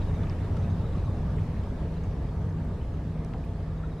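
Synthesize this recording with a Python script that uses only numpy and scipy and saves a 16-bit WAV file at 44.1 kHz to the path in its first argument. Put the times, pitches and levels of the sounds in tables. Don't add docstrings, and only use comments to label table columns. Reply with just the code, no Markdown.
import sys
import numpy as np
from scipy import signal
from scipy.fft import rfft, irfft, next_fast_len
from scipy.io import wavfile
from scipy.ndimage import uniform_filter1d, map_coordinates

SR = 44100
rng = np.random.default_rng(int(sys.argv[2]) if len(sys.argv) > 2 else 0)


def to_wav(s):
    ch = np.atleast_2d(s).T
    pcm = np.round(np.clip(ch, -1, 1) * 32767)
    wavfile.write(sys.argv[1], SR, pcm.astype(np.int16))


N = 176400


def amp(db):
    return 10 ** (np.asarray(db) / 20)


def unit(x):
    return x / np.sqrt(np.mean(x ** 2) + 1e-20)


def along(points, hz):
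    freqs, values = np.transpose(points)
    return np.interp(np.log(hz + 1), np.log(freqs + 1), values)


def curve(rows):
    return np.interp(np.arange(N) / SR, *np.transpose(rows))


def wobble(rate):
    return map_coordinates(rng.standard_normal(512), [np.arange(N) * rate / SR + 2], mode="wrap")


def filtered(x, response):
    size = next_fast_len(N + SR // 2)
    return irfft(rfft(x, size) * response(np.fft.rfftfreq(size, 1 / SR)), size)[..., :N]


def rush(spectrum, patchy_db):
    # (frequency [Hz], likeness [0 to 1])
    likeness = [(100, 1), (180, .99), (350, 0.93), (700, 0.95), (1400, 0.81), (2800, 0.45), (5600, 0.29),
                (11000, 0.032)]
    bands = signal.stft(rng.standard_normal((2, N)), nperseg=512)[2]
    patches = uniform_filter1d(rng.standard_normal(bands.shape[1:]), size=5, axis=0)
    patches = uniform_filter1d(patches, size=10, axis=1)
    pair = signal.istft(bands * amp(patchy_db * unit(patches)), nperseg=512)[1][:, :N]

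    def mid_side_gains(hz):
        angle = np.arccos(np.clip(along(likeness, hz), -1, 1)) / 2
        return amp(along(spectrum, hz)) * [np.cos(angle), np.sin(angle)]

    mid, side = filtered(pair, mid_side_gains)
    return unit(np.array([mid + side, mid - side]))


def add(out, start, sound, pan_db=0):
    i = max(0, round(start * SR))
    part = out[:, i:i + sound.shape[-1]]
    part += (sound * amp([[pan_db / 2], [-pan_db / 2]]))[:, :part.shape[1]]


def whistles(notes, fall_hz, length_s):
    echo_db, echo_fade_s = -8, .25
    out, progress = np.zeros((2, N)), np.linspace(0, 1, int(length_s * SR))
    for start, top_hz, db in notes:
        phase = 2 * np.pi * np.cumsum(top_hz - fall_hz * progress) / SR
        add(out, start, amp(db) * np.sin(np.pi * progress) ** 2 * np.sin(phase))
    tail = rng.standard_normal((2, SR // 2)) * amp(-60 * np.arange(SR // 2) / SR / echo_fade_s)
    echo = signal.fftconvolve(out, tail / np.linalg.norm(tail[0]), axes=1)[:, :N]
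    return out + amp(echo_db) * echo


def birds():
    # (time [s], starting pitch [Hz], peak level [dB])
    trill = [(.003, 4080, -56.5), (.07, 4050, -59), (.142, 4000, -59), (.215, 4000, -68), (.295, 3950, -69),
             (.39, 3850, -64), (.43, 3950, -62), (.635, 3900, -68), (.71, 4100, -65), (.77, 4080, -66),
             (.843, 4100, -61), (.91, 4120, -64), (.978, 4150, -63.5), (1.045, 4100, -62),
             (1.08, 3950, -66), (3.688, 4040, -67), (3.762, 4060, -65), (3.832, 4070, -63.5),
             (3.903, 4070, -62.5), (3.97, 4070, -63)]
    peeps = [(.132, 6270, -66), (.255, 6480, -70), (.58, 6300, -65), (.69, 6520, -70), (1.036, 6320, -68),
             (1.135, 6450, -71), (1.578, 6450, -70), (2.038, 6450, -70), (2.482, 6480, -69),
             (2.925, 6500, -70), (3.39, 6450, -75), (3.858, 6450, -74)]
    # (time [s], level [dB])
    twitter_level = [(0, -79), (.5, -78), (.65, -70), (.85, -69), (1.1, -73), (1.3, -79), (1.8, -80),
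                     (2.2, -82), (4, -90)]
    twitters_per_s, twitter_hz = 110, 3950
    chirp = dict(fall_hz=580, length_s=.046)
    starts = rng.random(int(twitters_per_s * N / SR)) * N / SR
    far_notes = [(start, twitter_hz * (1 + rng.normal(0, .055)), 0) for start in starts]
    twitter = amp(curve(twitter_level)) * unit(whistles(far_notes, **chirp))
    return twitter + whistles(trill, **chirp) + whistles(peeps, fall_hz=220, length_s=.033)


def bubble(hz, fade_s, jitter=0):
    rise_per_s, attack_s = 4.1, .0022
    t = np.arange(SR // 10) / SR
    shape = amp(-60 * t / fade_s) * (1 - np.exp(-t / attack_s))
    return shape / shape.max() * np.sin(2 * np.pi * hz * t * (1 + rise_per_s * t / 2) + jitter)


def wash():
    # (time [s], level [dB])
    level = [(0, -52), (.3, -51.5), (.7, -53), (1.5, -53.5), (2.5, -55.5), (3.4, -56), (4, -57)]
    # (frequency [Hz], relative level [dB])
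    spectrum = [(400, -4.5), (800, -14.5), (1150, 5), (1400, -1.5), (1700, -0.5), (2400, -7.5), (3100, -10),
                (3600, -12), (5000, -15.5), (7000, -20.5), (10000, -25), (12500, -30), (15000, -53)]
    bubbles_per_s, middle_hz, ring_cycles = 220, 2300, 13
    spread_octaves, spread_db, fizz_db = 2.5, 11, -12
    fizz = np.zeros((2, N))
    for when, pitch, strength, pan in rng.random((int(bubbles_per_s * N / SR), 4)):
        hz = middle_hz * 2 ** (spread_octaves * (pitch - .5))
        gain = amp(spread_db * strength ** 3) * (middle_hz / hz) ** .67
        add(fizz, when * N / SR, gain * bubble(hz, ring_cycles / hz), pan_db=10 * (pan - .5))
    loudness = amp(curve(level) + .19 * wobble(9))
    return loudness * (rush(spectrum, patchy_db=1.56) + amp(fizz_db) * unit(fizz))


def plops():
    # (time [s], starting pitch [Hz], peak level [dB], time to fade by 60 dB [s])
    drops = [(.232, 3500, -57, .03), (.236, 1180, -43, 0.07), (.269, 2300, -51, .03),
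             (0.297, 5200, -42, 0.0044), (.321, 2220, -51, 0.045), (0.568, 1340, -41.5, 0.027),
             (.646, 2520, -51.5, .03), (.842, 1240, -44, 0.035), (1.074, 1060, -45, 0.1),
             (1.633, 3050, -57, .03), (1.966, 3880, -59, .04), (2.035, 6350, -60, .015),
             (2.814, 2980, -56.5, .03), (3.335, 3120, -63, .02), (3.339, 727, -41.5, 0.11),
             (3.343, 1250, -51, .02), (3.438, 2450, -51.5, 0.018), (3.836, 1344, -42.5, 0.05)]
    out = np.zeros((2, N))
    for start, hz, db, fade_s in drops:
        jitter_rad = .36 * wobble(590)[:SR // 10]
        add(out, start, amp(db) * bubble(hz, fade_s, jitter_rad), pan_db=rng.normal(-1, 2.9))
    return out


def splashes():
    # (time [s], level [dB], centre [Hz], width [octaves], time to fade by 60 dB [s])
    bursts = [(0.015, -54, 2700, 0.45, 0.053), (.231, -55, 2900, 0.41, .05), (.269, -50, 2360, .2, 0.026),
              (0.296, -49.5, 2300, .4, 0.062), (.298, -51, 4900, .2, 0.0078), (.566, -51, 2200, 0.93, .055),
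              (0.624, -61, 4000, 0.5, .08), (1.381, -52, 2100, 0.32, 0.046), (1.563, -54, 1900, .35, 0.037),
              (1.636, -64, 6500, .5, .01), (2.035, -64, 5800, .35, .025), (2.646, -69, 8000, .5, .02),
              (3.247, -50, 5400, 0.55, 0.0069), (3.335, -48, 1900, 0.73, .017),
              (3.342, -42.5, 950, 0.37, 0.028), (3.448, -70, 10000, .45, .025)]
    attack_s = .0015
    out, t = np.zeros((2, N)), np.arange(SR // 8) / SR
    octave = np.log2(np.fft.rfftfreq(len(t), 1 / SR) + 1)
    for start, db, hz, width, fade_s in bursts:
        noise = rng.standard_normal(len(t)) + .43 * rng.standard_normal((2, len(t)))
        band = np.exp(-.5 * ((octave - np.log2(hz)) / width) ** 2)
        spray = unit(irfft(rfft(noise) * band, len(t)))
        shape = amp(-60 * t / fade_s) * (1 - np.exp(-t / attack_s))
        add(out, start, amp(db) * spray * shape / shape.max())
    return out


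def engine_tone(hz, wander_rate):
    phase = 2 * np.pi * (hz * np.arange(N) / SR + rng.random())
    return np.sqrt(2) * np.sin(phase + .39 * wobble(wander_rate))


def engine_drone():
    # (pitch [Hz], level at the start [dB], level at the end [dB])
    tones = [(25.5, -37.5, -49), (44.2, -40.5, -41.5), (60.16, -38.5, -41.5), (65.1, -53, -44),
             (76.34, -40, -46.5), (118.5, -47.5, -49.5), (180.1, -43.5, -52.5), (241, -52.5, -52),
             (425, -57, -62.5), (494, -64, -62), (683.6, -61, -62)]
    fading_db = 1.5
    drone = np.zeros(N)
    for hz, first_db, last_db in tones:
        level_db = np.linspace(first_db, last_db, N) + fading_db * wobble(3.16)
        drone += amp(level_db) * engine_tone(hz, wander_rate=3.014)
    return drone


def engine_throb():
    # (pitch [Hz], relative level [dB])
    tones = [(89.77, 1.5), (99.77, -1)]
    # (time [s], level [dB])
    level = [(0, -37), (.4, -35.5), (1, -36.5), (1.5, -39.5), (2.1, -48), (2.65, -40), (3.2, -42.5),
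             (4, -44)]
    return amp(curve(level)) * sum(amp(db) * engine_tone(hz, wander_rate=3.07) for hz, db in tones)


def twin_exhausts():
    note_hz, beat_hz, in_step_s = 157.3, 1.634, 1.942
    first_db, second_relative_db = -40.5, -3
    t = np.arange(N) / SR
    phase = 2 * np.pi * note_hz * t + .52 * wobble(2.17)
    second = amp(second_relative_db) * np.sin(phase + 2 * np.pi * beat_hz * (t - in_step_s))
    return np.sqrt(2) * amp(first_db) * (np.sin(phase) + second)


def engine_noise():
    # (time [s], level [dB])
    rumble_level = [(0, -29), (.4, -31), (1.2, -31.5), (2, -34), (2.7, -34.5), (3.3, -35), (4, -42.5)]
    roar_level = [(0, -38.5), (.5, -39), (1.3, -40), (2.2, -41.5), (3.2, -42.5), (4, -44.5)]
    # (frequency [Hz], relative level [dB])
    rumble_spectrum = [(10, -56), (17, -43), (22, 4), (31, -11), (43, 0.5), (70, 1.5), (125, 1), (165, -4),
                       (205, -8), (300, -29.5), (600, -76.5)]
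    roar_spectrum = [(100, -22.5), (180, -0.5), (245, -1.5), (312, -3.5), (345, -8), (425, -5), (520, -9),
                     (690, -12.5), (790, -15.5), (920, -13.5), (1400, -37.5), (3000, -59)]
    rumble = amp(curve(rumble_level)) * rush(rumble_spectrum, patchy_db=-1.5)
    roar = amp(curve(roar_level)) * rush(roar_spectrum, patchy_db=.69)
    return rumble + roar


def scene():
    tug = engine_drone() + engine_throb() + twin_exhausts() + engine_noise()
    return tug + wash() * amp([[-.25], [.25]]) + plops() + splashes() + birds()


def record(dry):
    return filtered(dry, lambda hz: hz < 15700)


dry = scene()
out = record(dry)
to_wav(out)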